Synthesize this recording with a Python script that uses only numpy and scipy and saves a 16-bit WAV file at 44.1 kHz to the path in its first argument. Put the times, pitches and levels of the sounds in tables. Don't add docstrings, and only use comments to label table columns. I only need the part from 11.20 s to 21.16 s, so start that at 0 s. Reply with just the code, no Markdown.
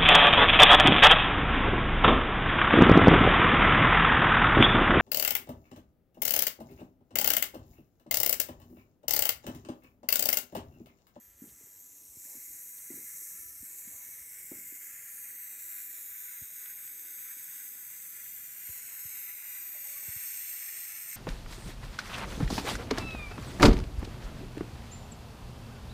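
import sys
import numpy as np
from scipy import signal
from scipy.fft import rfft, irfft, next_fast_len
from scipy.io import wavfile
from scipy.ndimage import uniform_filter1d, map_coordinates

SR = 44100
rng = np.random.default_rng(int(sys.argv[2]) if len(sys.argv) > 2 else 0)


def bounce(signal):
    frames = np.transpose(np.atleast_2d(signal))
    limited = np.clip(frames, -1, 1)
    pcm = np.round(limited * 32767).astype(np.int16)
    wavfile.write(sys.argv[1], SR, pcm)


def field_ratio(decibels):
    return 10 ** (np.asarray(decibels, dtype=float) / 20)


N = 439224
TIME = np.arange(N) / SR
SIZE = next_fast_len(N + 8000)
HZ = np.fft.rfftfreq(SIZE, 1 / SR) + 1
LOG_HZ = np.log(HZ)

# [t/s, level/dB]
HISS_LEVEL = [(0.0, -56.5), (0.16, -62.5), (0.22, -57), (0.4, -52), (0.94, -53), (1.06, -47.5), (1.3, -46),
              (1.5, -46), (2.0, -43.5), (2.38, -46), (3.3, -45.5), (3.94, -46), (4.4, -44), (4.88, -43.5),
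              (5.49, -44.5), (5.75, -45.5), (5.95, -44), (6.18, -44.5), (6.88, -46.5), (6.96, -44.5),
              (7.3, -44), (7.55, -43), (7.75, -44), (8.13, -42), (8.24, -43.5), (8.46, -43.5), (8.8, -42.5),
              (9.15, -40), (9.4, -41), (9.96, -42)]
# [t/s, share hidden]
HIDDEN = [
    (0, 1),
    (.17, 0.58),
    (.24, 0.37),
    (.62, 0.81),
    (.8, 0.04),
    (1.0, 0.14),
    (1.06, 0),
    (1.2, 0),
]


def rms_one(x):
    return x / np.sqrt(np.mean(x ** 2) + 1e-20)


def in_time(rows):
    s, *columns = np.transpose(rows)
    return [np.interp(TIME, s, c) for c in columns]


def at_hz(points):
    points = np.array(points)
    return field_ratio(np.interp(LOG_HZ, np.log(points[:, 0]), points[:, 1]))


def drift(rate_hz):
    r = np.exp(-2 * np.pi * rate_hz * 40 / SR)
    chance = rng.standard_normal(N // 40 + 2002)
    slow = signal.lfilter([1], [1, -2 * r, r * r], chance)[2000:]
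    return np.interp(np.arange(N) / 40, np.arange(len(slow)), rms_one(slow))


def coloured(x, spectrum, low_hz, high_hz, order=6):
    edges = (1 + (low_hz / HZ) ** (2 * order)) * (1 + (HZ / high_hz) ** (2 * order))
    return rms_one(irfft(x * at_hz(spectrum) / np.sqrt(edges), SIZE)[:N])


def late(x, ms):
    return map_coordinates(x, [np.arange(N) - ms * SR / 1000], order=3, mode="mirror")


def hump(at, length):
    return np.exp(-8 * ((TIME - at) / length) ** 2)


def tone(hz, level_db, wobble_hz, flutter_db):
    phase = 2 * np.pi * np.cumsum(hz + wobble_hz * drift(16)) / SR
    return np.sqrt(2) * field_ratio(level_db + flutter_db * drift(15)) * np.sin(phase)


def puff(white, at, length, low_hz, high_hz, db, order=2):
    out = np.zeros(N)
    near = np.abs(TIME - at) < length + .05
    bandpass = signal.butter(order, [low_hz, high_hz], "band", fs=SR, output="sos")
    noise = rms_one(signal.sosfilt(bandpass, white[near]))
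    out[near] = field_ratio(db) * noise * hump(at, length)[near]
    return out


def puffs(rows):
    white = rng.standard_normal(N)
    out = np.zeros(N)
    for at, length, hz, octaves, db in rows:
        half = 2 ** (octaves / 2)
        out = out + puff(white, at, length, hz / half, hz * half, db)
    return out


def postures():
    # [t/s, share aside, share close]
    turn = [
        (0, 1, 0),
        (2.4, 0.97, 0.13),
        (3.0, 0.67, 0.23),
        (3.7, 0.51, 0.18),
        (4.3, 0.21, 0.28),
        (7.6, 0.11, 0.53),
        (8.5, 0, 0.76),
        (9.96, 0.094, 1),
    ]
    aside, close = np.clip(in_time(turn), 0, 1)
    return np.array([1 - aside - close, aside, close])


def arc():
    # [f/Hz, level/dB]
    cup_facing = [(410, -53), (700, -12), (783, -21.5), (876, -8), (968, -15), (1160, -13.5), (1530, -1.5),
                  (2110, 5), (2640, -6), (3080, -25), (3400, -56), (4420, -44), (7480, -120)]
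    cup_aside = [(410, -42), (700, -45), (906, -17), (1200, -13), (1280, -10.5), (1360, -4), (1470, -11),
                 (1650, -0.5), (2130, 0), (2900, -15), (3400, -12), (4420, -52), (7480, -120)]
    # [f/Hz, level/dB]
    column_facing = [(1590, -68), (2700, -21), (3060, -26.5), (3690, -17.5), (4740, -29.5), (5750, -28.5),
                     (6470, -9.5), (8200, -2), (10100, -10.5), (11100, 1), (11600, -5.5), (11900, 1.5),
                     (12800, 6), (14400, 6), (15800, -9)]
    column_aside = [(1590, -42), (2700, -29), (3020, -50), (3320, -48), (3880, -23.5), (4810, -36),
                    (5300, -20), (5880, -12.5), (7120, -7), (8380, -4), (9440, -12), (11900, 3),
                    (12800, -0.5), (13100, -0.5), (15800, -5.5)]
    column_close = [(1590, 10.5), (2700, -5.5), (3230, -23.5), (3520, -21), (5030, -22), (5450, -15.5),
                    (5820, -18), (6120, -13.5), (6710, -7.5), (7230, -14.5), (8320, -2.5), (10200, -20.5),
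                    (11500, -7), (11900, -12), (12800, 2), (14500, 1), (15800, -12.5)]
    borders = [2900, 5600, 10000]
    # [t/s, level/dB]
    swing = [(0, 12.5), (.3, 8.5), (.9, -7.5), (1.4, 0), (2.9, 1.5), (3.6, 4), (4.4, 1.5), (6, -2.5),
             (7.8, -3.5), (8.4, -2), (9.2, -6)]

    straight = jet()
    posture = postures()
    wall_gain = field_ratio(-9.5 + 1.5 * posture[1])
    heard = straight + bench_bounce(straight, posture[2]) + near_and_far_bounces(straight)
    heard = rfft(heard + wall_gain * walls(straight, pace=1.27), SIZE)

    def band(colours, low_hz, high_hz):
        return sum(share * coloured(heard, colour, low_hz, high_hz) for share, colour in zip(posture, colours))

    # facing, aside, close, in dB
    offsets_db = np.array([(-16, -22.5, -11),
                           (-19, -18, -17),
                           (-8, -4, -7),
                           (-2.5, -7.5, -3.5)])
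    cup_db, low_db, middle_db, top_db = in_time(HISS_LEVEL)[0] + offsets_db @ posture
    swing_db, = in_time(swing)
    cup_db = cup_db + 0.75 * swing_db
    low_db = low_db - 0.78 * swing_db
    buzz = (1 + .5 * drift(5)) * np.sin(2 * np.pi * 100 * TIME)
    middle_db = middle_db + 0.6 * buzz
    top_db = top_db + 1.0 * buzz

    first, second, third = borders
    cup = (cup_facing, cup_aside, cup_facing)
    column = (column_facing, column_aside, column_close)
    out = field_ratio(cup_db + 1.5 * drift(6.0)) * band(cup, 440, 2810)
    out = out + field_ratio(low_db + .5 * drift(9.8)) * band(column, first, second)
    out = out + field_ratio(middle_db + 1.03 * drift(1.5)) * band(column, second, third)
    out = out + field_ratio(top_db + 0.43 * drift(8)) * band(column, third, SR)
    return behind_machine(out)


def jet():
    # [f/Hz, depth]
    mains = [
        (100, .04),
        (200, .03),
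        (300, .025),
    ]
    ripple = 1 + sum(depth * np.sin(2 * np.pi * hz * TIME) for hz, depth in mains)
    unrest_db = 0.53 * drift(3.5) + 0.4 * drift(40) + 0.54 * drift(84)
    return rng.standard_normal(N) * ripple * field_ratio(unrest_db) + spits()


def spits():
    # [t/s, level over the hiss/dB]
    bursts = [
        (1.5837, 14),
        (2.682, 18),
        (5.4602, 22),
        (5.6768, 19),
        (7.488, 16),
        (7.952, 13),
    ]
    clicks = np.zeros(N)
    for at, db in bursts:
        clicks[int(at * SR)] = field_ratio(db + 9)
    return signal.lfilter(*signal.butter(1, 4500, fs=SR), clicks + 1e-18)


def bench_bounce(straight, close):
    # [t/s, detour/ms]
    detour = [(2.0, .15), (2.3, .205), (2.5, .252), (2.8, .303), (3.1, .37), (3.25, .389), (3.5, .414),
              (3.8, .432), (4.1, .474), (4.4, .518), (4.9, .574), (5.5, .61), (5.8, .62), (6.4, .625),
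              (7.0, .652), (7.3, .678), (7.6, .724), (8.0, .795), (8.4, .857), (8.7, .902), (9.3, .95),
              (9.96, .972)]
    part_shares = [1, -.51, .51, -.066]
    part_delays = [0, .05, .185, .005]
    # [f/Hz, level/dB]
    steel = [(3000, 5.5), (4700, 1), (6000, 0), (7400, 5.5), (8700, -1), (10100, -2.5), (11800, -2.5),
             (13000, -2), (15000, -3)]
    # [t/s, share]
    view = [(2.1, 0), (2.4, .75), (3.0, .7), (3.3, .9), (4.2, .9), (4.8, 1), (6.9, 1), (7.3, .8),
            (7.7, 1.1), (8.4, 1.1), (8.9, .7), (9.96, .7)]
    spread = sum(share * np.exp(-2j * np.pi * HZ * ms / 1000) for ms, share in zip(part_delays, part_shares))
    bounced = irfft(rfft(straight, SIZE) * spread * at_hz(steel), SIZE)[:N]
    detour_ms, = in_time(detour)
    pace = uniform_filter1d(np.gradient(detour_ms) * SR, size=SR // 4)
    seen, = in_time(view)
    level_db = -7 - 6 * pace - 2.5 * close
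    return seen * field_ratio(level_db) * late(bounced, detour_ms)


def near_and_far_bounces(straight):
    # [t/s, detour/ms, share]
    glove = [(3.9, .25, 0), (4.3, .26, .15), (4.8, .285, .22), (5.2, .3, .15), (5.7, .31, 0), (7.6, .22, 0),
             (8.2, .225, .05), (8.5, .23, .15), (9.96, .235, .15)]
    # [t/s, detour/ms, share]
    front = [(0, .2, .1), (.6, .24, .25), (1.0, .4, .25), (1.6, .46, .2), (2.1, .5, 0), (7.9, 1.2, 0),
             (8.1, 1.2, 0), (8.4, 1.3, .12), (8.9, 1.43, .16), (9.3, 1.468, .2), (9.96, 1.47, .2)]
    near_ms, near_share = in_time(glove)
    far_ms, far_share = in_time(front)
    return near_share * late(straight, near_ms) + far_share * late(straight, far_ms)


def walls(x, pace):
    age = np.arange(SR // 8) / SR
    decay = field_ratio(-60 * age / .06) * (age > .0015)
    tails = rng.standard_normal((3, len(age))) * decay
    weights = np.array([drift(pace) for tail in tails])
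    weights = weights / np.sqrt(np.sum(weights ** 2, axis=0))
    spectrum = rfft(x, SIZE)
    return sum(w * rms_one(irfft(spectrum * rfft(tail, SIZE), SIZE)[:N]) for w, tail in zip(weights, tails))


def behind_machine(x):
    # [f/Hz, level/dB]
    bending = [(4500, 1), (6500, 7), (8200, -1.5), (9300, -16), (10100, -3.5), (11300, -2), (13600, -0.5),
               (14300, -4), (15000, -17), (15600, -10)]
    bent = irfft(rfft(x, SIZE) * at_hz(bending), SIZE)[:N]
    return x + np.clip(in_time(HIDDEN)[0], 0, 1) * (bent - x)


def singing_cup():
    # [t/s, length/s, f/Hz, width/octaves, level/dB]
    songs = [
        (1.25, .4, 2130, .12, -70),
        (1.85, .6, 2080, .15, -65),
        (4.2, .5, 2000, .3, -63),
        (3.25, 1.5, 2150, .1, -62),
        (8.05, .7, 2200, .15, -60),
    ]
    return puffs(songs)


def inverter():
    # [t/s, f/Hz, level/dB]
    whistle = [(0, 12308, -58), (.6, 12316, -57), (1.36, 12322, -52), (2.0, 12324, -52),
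               (2.5, 12316, -51.5), (3.6, 12323, -50), (4.6, 12318, -47.5), (5.1, 12317, -47.5),
               (5.5, 12315, -51), (5.96, 12314, -49), (6.88, 12316, -52.5), (7.5, 12320, -46.5),
               (9.07, 12318, -45.5), (9.68, 12315, -52), (9.96, 12312, -53)]
    # [multiple of 100 Hz, level below it/dB]
    sidebands = [(-1, -16.5), (1, -18.5), (2, -23)]
    # [f/Hz, level against the hiss/dB, wobble/Hz, flutter/dB]
    faint_lines = [(6105, -24.5, .3, 1), (9023, -23.5, 1, 1.5), (13227, -18, 8, 2.5)]
    # [t/s, length/s, depth/dB]
    dead_spots = [(.15, .1, 11), (.37, .2, 12), (.82, .4, 7), (2.42, .2, 6), (3.15, .6, 6), (3.82, .35, 8),
                  (4.38, .15, 8), (4.82, .25, 4), (5.3, .2, 8), (7.35, .2, 10), (7.68, .2, 15),
                  (8.22, .15, 13), (8.75, .35, 3.5), (9.66, .2, 3)]
    hz, level_db = in_time(whistle)
    level_db = level_db - sum(db * hump(at, length) for at, length, db in dead_spots)
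    out = tone(hz, level_db - .5, .3, 1)
    out = out + sum(tone(hz + 100 * k, level_db + db, 1, 3) for k, db in sidebands)
    hiss_db = in_time(HISS_LEVEL)[0] - 10 * in_time(HIDDEN)[0]
    for line_hz, db, wobble_hz, flutter_db in faint_lines:
        fading_db = hiss_db + db + 3 * drift(3)
        out = out + tone(line_hz * hz / 12317, fading_db, wobble_hz, flutter_db)
    return out


def thuds():
    # [f/Hz, level/dB]
    floor_colour = [(100, 7.5), (300, 12.0), (500, 1)]
    out, boom = np.zeros(N), np.zeros(N)
    for at, peak_db, hz in touches():
        heavy = hz < 140
        rise = 1.05 * (hz / 300) ** .35 / hz
        age = np.arange(int(9 * rise * SR)) / SR / rise
        start = int((at - rise) * SR)
        sag = .45 * heavy + .01
        turns = 2 * np.pi * (1 + sag) * hz * rise * np.log(1 + sag * age) / sag
        shape = (age * np.exp(1 - age)) ** (2.1 - .5 * heavy)
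        out[start:start + len(age)] += field_ratio(peak_db) * shape * np.sin(turns - .4 - 2.8 * heavy)
        boom[int(at * SR)] = field_ratio(peak_db - 20.5) * (hz > 180)
    dying = signal.lfilter([1], [1, -field_ratio(-60 / (.28 * SR))], boom + 1e-18)
    noise = rfft(rng.standard_normal(N), SIZE)
    return out + dying * coloured(noise, floor_colour, 137, 440, order=2)


def touches():
    # [t of peak/s, peak level/dB, f/Hz, rebounds]
    knocks = [(.084, -59, 75, 0), (.223, -39, 245, 1), (.412, -58, 380, 1), (.12, -63, 65, 0),
              (.155, -61, 75, 0), (.275, -53, 225, 0), (.325, -59, 90, 1), (.44, -61, 135, 0),
              (.472, -60, 390, 0), (2.2, -63, 70, 0), (2.232, -62, 310, 0), (2.292, -60, 75, 0),
              (2.745, -60, 110, 0), (.972, -57, 285, 0), (.975, -58, 115, 0), (.9, -62, 70, 0),
              (1.055, -61, 270, 0), (1.18, -60, 170, 0), (1.285, -62, 280, 1), (1.155, -49, 285, 1),
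              (1.3, -64, 70, 0), (1.706, -38, 318, 0), (1.714, -45, 300, 0), (1.742, -46, 260, 1),
              (1.777, -48, 345, 2), (1.95, -61, 150, 0), (2.02, -60, 350, 0), (2.259, -58, 80, 0),
              (2.412, -54, 75, 0), (2.43, -48, 248, 0), (2.676, -49, 231, 0), (3.018, -60, 65, 0),
              (3.319, -34, 307, 0), (3.338, -46, 290, 3), (3.526, -52, 307, 0), (5.222, -48, 102, 0),
              (6.17, -60, 280, 0), (7.498, -47, 100, 0), (7.857, -49, 124, 0), (8.889, -43, 113, 0),
              (8.966, -47, 113, 0)]
    gap_s, loss_db, pitch_spread = .018, 4, .05
    out = []
    for at, db, hz, rebounds in knocks:
        for k in range(rebounds + 1):
            detune = pitch_spread * rng.standard_normal() * (k > 0)
            out.append((at + k * gap_s, db - k * loss_db, hz * (1 + detune)))
    return out


def scuffs():
    # [t/s, length/s, f/Hz, width/octaves, level/dB]
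    rubs = [(1.15, .1, 500, .9, -67), (1.12, .14, 800, .4, -71), (1.08, .04, 600, .3, -71),
            (2.74, .12, 560, 1.2, -70), (2.79, .16, 950, 1, -70), (1.73, .08, 600, 1.0, -70),
            (3.322, .03, 560, .7, -57), (7.5, .03, 900, 2.2, -69), (8.56, .05, 640, .5, -70),
            (8.882, .025, 330, .8, -64), (5.85, .6, 320, .6, -76), (6.4, .6, 280, .8, -77),
            (.965, .03, 400, .6, -72), (5.222, .03, 250, .8, -64), (7.497, .025, 340, 1.2, -63),
            (8.558, .03, 690, .25, -65), (1.584, .012, 4000, .5, -62), (5.46, .005, 3200, 1.4, -55),
            (5.677, .004, 3300, 1, -58), (8.83, .02, 780, .6, -68), (.295, .04, 3800, 1.2, -68),
            (2.68, .02, 3900, 1.1, -67), (7.49, .012, 2400, 2, -57), (7.96, .015, 3300, 1.2, -64)]
    return puffs(rubs)


def stool_creak():
    # [t/s, length/s, f/Hz, level/dB]
    creaks = [
        (8.57, .07, 580, -73),
        (8.62, .05, 590, -75),
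        (8.73, .16, 572, -69),
        (8.84, .18, 575, -75),
        (8.76, .14, 1143, -68),
        (8.66, .05, 870, -70),
    ]
    return sum(tone(hz, db, 4, 3) * hump(at, length) for at, length, hz, db in creaks)


def room():
    # [f/Hz, level/dB]
    rumble = [(15, -50), (25, -28), (50, -12), (100, -11), (170, -14), (300, -12), (450, -15), (800, -15),
              (1200, -14), (1600, -22), (3300, -80)]
    # [t/s, share]
    motion = [
        (0, 0.42),
        (.6, 0.64),
        (.9, 0.89),
        (3.8, 0.79),
        (4.3, 0),
        (6.9, 0.29),
        (7.2, 1),
        (8.2, 0.38),
        (9.96, 0.73),
    ]
    at_rest_db = np.array([-81.5, -81, -81.5])
    rise_db = (5, 1.5, 0.5)
    low_db, middle_db, upper_db = at_rest_db[:, None] + np.outer(rise_db, in_time(motion)[0])
    upper_db = upper_db + 4.5 * postures()[2]
    white = rng.standard_normal(N)
    noise = rfft(white + .35 * walls(white, pace=1.5), SIZE)
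    low = field_ratio(low_db + 1.5 * drift(5)) * coloured(noise, rumble, 38, 170, order=3)
    middle = field_ratio(middle_db + 1.8 * drift(7)) * coloured(noise, rumble, 170, 450, order=3)
    upper = field_ratio(upper_db + .8 * drift(5)) * coloured(noise, rumble, 450, 1300, order=3)
    return low + middle + upper


def shop_hiss():
    noise = rfft(rng.standard_normal(N), SIZE)
    return field_ratio(-75.5) * coloured(noise, [(2000, 0), (5000, -1)], 1300, 6000, order=3)


def scene():
    mono = arc() + singing_cup() + inverter() + thuds() + scuffs() + stool_creak() + room() + shop_hiss()
    return np.stack([mono, mono])


def roll_off(x):
    return signal.sosfilt(signal.butter(12, 16000, fs=SR, output="sos"), x)


def record(dry):
    # [t/s, low f/Hz, high f/Hz, level/dB]
    slips = [(.82, 4200, 5200, -85), (1.0, 8300, 9600, -67), (3.115, 7600, 9000, -56),
             (4.49, 4200, 5200, -77), (6.53, 13100, 14500, -54), (7.3, 13800, 15200, -55),
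             (7.79, 4200, 5200, -76), (8.135, 7600, 9000, -55), (8.135, 14500, 15700, -55),
             (8.295, 13100, 15200, -52), (9.34, 10300, 11700, -62)]
    white = rng.standard_normal(N)
    apart = sum(puff(white, at, .03, low_hz, high_hz, db + 3.5, order=8) for at, low_hz, high_hz, db in slips)
    top_cut = signal.ellip(14, .5, 70, 15720, fs=SR, output="sos")
    low_cut = signal.butter(2, 32, "high", fs=SR, output="sos")
    mix = signal.sosfilt(np.vstack([top_cut, low_cut]), dry + apart * [[1], [-1]])
    return roll_off(mix)


dry = scene()
out = record(dry)
bounce(out)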